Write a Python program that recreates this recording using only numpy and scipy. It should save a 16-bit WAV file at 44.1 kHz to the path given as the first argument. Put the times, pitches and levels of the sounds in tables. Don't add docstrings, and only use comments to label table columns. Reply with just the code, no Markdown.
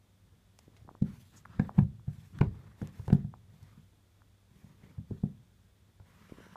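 import sys
import numpy as np
from scipy import signal
from scipy.fft import rfft, irfft
from scipy.io import wavfile
from scipy.ndimage import uniform_filter1d

SR = 44100
rng = np.random.default_rng(int(sys.argv[2]) if len(sys.argv) > 2 else 0)


def wav_out(sig):
    wavfile.write(sys.argv[1], SR, np.round(np.clip(np.atleast_2d(sig).T, -1, 1) * 32767).astype(np.int16))


N = 289296

# t/s, thump level/dB, thump f/Hz, slap level/dB, slap brightness/Hz
KNOCKS = [ (0.8172, -46, 104, -61, 490), (0.8485, -47, 114, -51, 354), (1.0209, -14, 176, -32.5, 435),
          (1.596, -14, 173, -27.5, 1970), (1.7811, -16.5, 161.5, -35, 980),
          (1.7868, -9.5, 158.6, -27.5, 1470), (1.8216, -18, 104.5, -58.5, 1085),
          (2.079, -23.5, 129, -47, 1020), (2.182, -38, 128, -75, 605), (2.4102, -13, 138.3, -27, 2500),
          (2.413, -20.5, 235, -23.5, 1850), (2.4264, -34.5, 207, -36.5, 1090), (2.468, -24, 87, -55, 496),
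          (2.8158, -29, 213, -42, 2060), (2.824, -27.5, 131, -35, 474), (2.9949, -31.5, 102, -48.5, 1240),
          (3.0797, -26.5, 118, -33.5, 1212), (3.1016, -28.5, 186, -32, 2100),
          (3.1271, -8.5, 160, -25, 1160), (3.1479, -21, 158, -46, 1480), (3.2457, -25.5, 141, -52, 1090),
          (3.521, -49, 142, -75, 500), (3.624, -41, 108, -65, 900), (3.776, -43.5, 159, -88, 503),
          (4.642, -42.5, 159, -62, 900), (4.832, -49, 109, -62, 896), (4.981, -30, 113, -56, 1270),
          (4.995, -34, 174, -62, 507), (5.1084, -28.5, 211, -35, 480), (5.116, -28.5, 119, -56, 400),
          (5.236, -17.5, 170, -36, 684), (5.999, -44, 91, -55, 1630)]
# f/Hz, level/dB
FABRIC_EQ = [(400, -16.5), (2000, 1.5), (3800, 1.5), (5200, -2.5), (6700, -1.5), (9000, -4.5), (12000, -4),
             (15500, -8)]


def amp(db):
    return 10 ** (np.asarray(db) / 20)


def unit(x):
    return x / np.sqrt(np.mean(x ** 2) + 1e-30)


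def seconds(size):
    return np.arange(size) / SR


def curve_at(points, hz):
    f, value = np.transpose(points)
    return np.interp(np.log(hz + 1), np.log(f + 1), value)


def add(mix, start_s, sound):
    part = mix[max(round(start_s * SR), 0):][:len(sound)]
    part += sound[:len(part)]


def coloured(noise, eq, lo_hz=0, hi_hz=SR):
    hz = np.fft.rfftfreq(N, 1 / SR)
    spectrum = rfft(noise) * amp(curve_at(eq, hz))
    in_band = irfft(spectrum * (hz >= lo_hz) * (hz <= hi_hz), N)
    return irfft(spectrum, N) / in_band.std()


def room_tone(hiss_db=-66.5, hum_db=-68.5, hum_hz=99.8):
    # f/Hz, level/dB
    hiss_eq = [(20, -19), (50, 1.5), (95, 1), (140, -22.5), (185, -4.5), (270, -16.5), (420, -17),
               (750, -23), (1600, -26.5), (3000, -29), (3450, -24), (4100, -30), (8000, -33), (15000, -37)]
    hum = np.sqrt(2) * np.sin(2 * np.pi * hum_hz * seconds(N))
    return amp(hiss_db) * coloured(rng.standard_normal(N), hiss_eq) + amp(hum_db) * hum


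def reverb_tail(send, onset_s=0.011):
    # f/Hz, T60/s
    decay_times = [(60, 0.67), (200, 0.22), (500, 0.22), (1500, 0.087), (4000, 0.12), (14000, 0.15)]
    hz, t, bands = signal.stft(rng.standard_normal(SR), SR, nperseg=256)
    decay = amp(-60 * t / curve_at(decay_times, hz)[:, None])
    response = signal.istft(bands * decay, SR, nperseg=256)[1][:SR]
    response *= 1 - np.exp(-(seconds(SR) / onset_s) ** 2)
    return signal.fftconvolve(send, response / np.linalg.norm(response))[:N]


def early_reflections(send):
    # delay/s, gain
    bounces = [(.0085, .14), (0.0155, 0.21), (0.0209, .16), (.038, .08)]
    out = np.zeros(N)
    for delay_s, gain in bounces:
        add(out, delay_s, gain * send)
    return out


def room_boom(send, delay_s=0.0141, build_s=0.0036):
    # f/Hz, relative level/dB, T60/s
    modes = [(59, -24, .4), (73.7, -17, 0.37), (111, -40, 0.16), (138.9, -14.5, 0.24), (163.4, -24, 0.05),
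             (200.8, -9.5, 0.21), (235.7, -26.5, 0.53)]
    t = seconds(SR)
    ring = sum(amp(db - 60 * t / t60) * np.cos(2 * np.pi * hz * t) for hz, db, t60 in modes)
    response = np.zeros(SR)
    add(response, delay_s, ring * (1 - np.exp(-t / build_s)) * 190 / SR)
    return signal.fftconvolve(send, response)[:N]


def friction(grain_db, patchy_db, shifting_db=2.6):
    grains = unit(uniform_filter1d(rng.standard_normal(N), size=40))
    patches = unit(uniform_filter1d(rng.standard_normal(N), size=900))
    bands = signal.stft(rng.standard_normal(N), nperseg=512)[2]
    colour = uniform_filter1d(rng.standard_normal(bands.shape), size=4, axis=0)
    colour = unit(uniform_filter1d(colour, size=16, axis=1))
    noise = signal.istft(bands * amp(shifting_db * colour), nperseg=512)[1][:N]
    return noise * amp(grain_db * grains + patchy_db * patches)


def stroke(start_s, length_s, peak_share=0.27, release_s=0.011):
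    phase = np.interp(seconds(N), start_s + length_s * np.array([0, peak_share, 1]), [0, .5, 1])
    arch = (abs(np.sin(np.pi * phase)) + 1e-12) ** 0.86
    pole = np.exp(-1 / (release_s * SR))
    return signal.lfilter([1 - pole], [1, -pole], arch)


def handling(held_db=-85):
    # t/s, length/s, rub level/dB, swish level/dB
    strokes = [ (0.528, 0.21, -78, -82), (0.723, 0.13, -73.5, -81), (1.031, .16, -65, -73.5),
               (1.108, .24, -79, -72), (1.302, 0.12, -69.5, -70.5), (1.42, 0.41, -67, -83),
               (1.593, 0.11, -65, -75), (1.727, .12, -62, -75.5), (2.04, 0.37, -72, -75),
               (2.31, 0.23, -63, -81), (2.49, 0.32, -68.5, -82), (2.757, 0.17, -63, -73.5),
               (2.887, 0.33, -68, -72.5), (3.094, 0.15, -66.5, -81), (3.464, 0.52, -74, -80),
               (4.483, 0.36, -73.5, -79), (4.773, 0.23, -68.5, -81), (5.045, 0.3, -75.5, -81.5)]
    # f/Hz, level/dB
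    rub_eq = [(30, -4), (90, 21.5), (180, 18.5), (280, 4.5), (500, -1.5), (750, -4), (980, -2.5),
              (1300, -5), (1850, -4.5), (2800, -15.5), (4500, -20.5), (14000, -44)]
    rub_power, swish_power = amp(held_db) ** 2, 0
    for start_s, length_s, rub_db, swish_db in strokes:
        speed = stroke(start_s, length_s)
        rub_power += (amp(rub_db) * speed) ** 2
        swish_power += (amp(swish_db) * speed) ** 2
    rub = coloured(friction(grain_db=0.7, patchy_db=2.25), rub_eq, 500, 3000)
    swish = coloured(friction(grain_db=1.1, patchy_db=1.8), FABRIC_EQ, 4000, 14000)
    return rub * np.sqrt(rub_power) + swish * np.sqrt(swish_power)


def lace_slide(level_db=-58, band_hz=(6000, 7200)):
    hiss = signal.lfilter(*signal.butter(1, band_hz, "band", fs=SR), rng.standard_normal(N))
    return amp(level_db) * unit(hiss) * stroke(start_s=1.355, length_s=0.031)


def sole_scrape(start_s=6.03, attack_s=0.053, fastest_s=6.457, swell_db_per_s=20, fade_db_per_s=38):
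    # f/Hz, level/dB
    scrape_eq = [(30, -17), (100, 6.5), (190, 19), (290, -4), (520, 0), (760, -7), (980, 4), (1250, -0.5),
                 (1850, 0), (2500, -7), (3200, -10), (4500, -18), (5800, -15), (14000, -41)]
    t = seconds(N)
    speed_db = -swell_db_per_s * np.maximum(fastest_s - t, 0)
    speed_db -= fade_db_per_s * np.maximum(t - fastest_s, 0)
    fade_in = np.clip((t - start_s) / attack_s, 0, 1)
    soles = coloured(friction(grain_db=-0.3, patchy_db=2.05), scrape_eq, 500, 3000)
    swish = coloured(friction(grain_db=1.1, patchy_db=0), FABRIC_EQ, 4000, 14000)
    return fade_in * (amp(-62 + speed_db) * soles + amp(-75.5 + speed_db / 2) * swish)


def tick(hz, decay_s):
    t = seconds(2048)
    burst = rng.standard_normal(len(t)) * np.exp(-t / decay_s)
    burst = signal.lfilter(*signal.butter(1, hz / 2, "high", fs=SR), burst)
    burst = signal.lfilter(*signal.butter(2, hz * 2.1, fs=SR), burst)
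    return burst / np.linalg.norm(burst) * np.sqrt(SR * decay_s / 8)


def lace_and_tread_ticks(crisp_hz=800):
    # t/s, level/dB, f/Hz, decay/s
    sharp_ticks = [(.5892, -44, 3800, 0.0025), (.766, -55, 2120, 0.01), (1.0218, -49.5, 2400, 0.0043),
                   (1.4565, -58.5, 5000, 0.0022), (2.3867, -45, 2420, 0.0025), (2.818, -53.5, 2880, 0.0053),
                   (2.8734, -40.5, 4900, 0.00082), (3.0793, -43.5, 4200, 0.00077),
                   (3.1293, -38, 3370, 0.0019), (3.145, -51, 5500, .001), (3.17, -62, 4060, .0015),
                   (3.6292, -52.5, 4930, 0.0012)]
    out = np.zeros(N)
    for at_s, db, hz, decay_s in sharp_ticks:
        add(out, at_s, amp(db) * tick(hz, decay_s))
    for at_s, _, _, slap_db, bright_hz in KNOCKS:
        crispness = 1 / (1 + (crisp_hz / bright_hz) ** 4)
        add(out, at_s, crispness * amp(slap_db - 22) * tick(hz=2900, decay_s=0.002))
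    return out


def damped_pulse(hz, rise_cycles, steepness):
    cycles = hz * seconds(4096)
    age = cycles / rise_cycles
    envelope = (age * np.exp(1 - age)) ** steepness
    return -envelope * np.sin(2 * np.pi * cycles)


def grip_taps():
    # t/s, level/dB, f/Hz
    touches = [ (.591, -49.5, 756), (.681, -43.5, 273), (.878, -50, 900), (.884, -43, 218),
               (0.8913, -36, 900), (.91, -56, 980), (0.9144, -45.5, 233), (.951, -45.5, 220),
               (.9521, -44, 950), (1.4535, -42, 1580), (1.4569, -36.5, 1220), (1.6912, -46.5, 740),
               (1.694, -28.5, 890), (1.997, -55.5, 1000), (2.389, -39, 1550), (3.34, -38, 930),
               (4.2197, -51.5, 1300), (6.218, -51, 292), (6.297, -47, 400), (6.3226, -32, 230),
               (6.386, -39, 243), (6.405, -42, 375), (6.467, -45, 330), (6.5578, -34, 940)]
    out = np.zeros(N)
    for peak_s, db, hz in touches:
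        rise_cycles = 0.85 * (hz / 1000) ** 0.66
        add(out, peak_s - rise_cycles / hz, amp(db) * damped_pulse(hz, rise_cycles, steepness=2.7))
    return out


def slap(bright_hz, patter_s=0.0034):
    # f/Hz, bandwidth/Hz, relative level/dB
    resonances = [(368, 200, 3), (587, 110, -2), (676, 150, -1.5), (1033, 180, -0.5), (1480, 750, -6),
                  (1766, 83, -1), (2216, 520, -14.5), (2990, 610, -5.5), (4170, 1000, -6.5)]
    t = seconds(4096)
    force = 0.3 * rng.standard_normal(len(t)) * np.exp(-t / patter_s)
    force[0] += 2
    ring = sum((-1) ** k * amp(db) * width * np.exp(-np.pi * width * t) * np.cos(2 * np.pi * hz * t)
               for k, (hz, width, db) in enumerate(resonances))
    sound = signal.fftconvolve(force, ring)[:len(t)]
    sound = signal.lfilter(*signal.butter(3, 0.91 * bright_hz, fs=SR), sound)
    sound = signal.lfilter(*signal.butter(2, 0.074 * bright_hz, "high", fs=SR), sound)
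    return sound / np.linalg.norm(sound) * np.sqrt(SR * 0.0017)


def sole_knocks(firm_db=-9.5, air_lead_s=0.008, lead_cycles=1.299):
    thumps, thump_send, slaps = np.zeros((3, N))
    for at_s, thump_db, hz, slap_db, bright_hz in KNOCKS:
        air_db = thump_db - 8.5 + 0.46 * (slap_db - thump_db)
        air = amp(air_db) * damped_pulse(hz=66, rise_cycles=0.25, steepness=1.5)
        blow = amp(thump_db) * damped_pulse(hz, rise_cycles=1.98, steepness=15)
        send_db = -3 + 0.11 * (firm_db - thump_db)
        for lead_s, sound in (air_lead_s, air), (lead_cycles / hz, blow):
            add(thumps, at_s - lead_s, sound)
            add(thump_send, at_s - lead_s, amp(send_db) * sound)
        add(slaps, at_s, amp(slap_db) * slap(bright_hz))
    return thumps, thump_send, slaps


def scene():
    thumps, thump_send, slaps = sole_knocks()
    taps = grip_taps()
    ticks = lace_and_tread_ticks()
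    direct = thumps + slaps + taps + ticks
    tail = reverb_tail(amp(-16) * thump_send + amp(-10.5) * slaps + amp(-17) * taps + amp(-21.5) * ticks)
    room = room_boom(thump_send) + early_reflections(thumps + amp(-14) * slaps) + tail
    return (direct + room + handling() + lace_slide() + sole_scrape() + room_tone())[None]


def record(dry, low_cut_hz=28, high_cut_hz=15350):
    trimmed = signal.lfilter(*signal.butter(2, low_cut_hz, "high", fs=SR), dry)
    high_cut = signal.firwin(511, high_cut_hz, window=("kaiser", 9), fs=SR)
    return signal.oaconvolve(trimmed, high_cut[None], "same")


dry = scene()
out = record(dry)
wav_out(out)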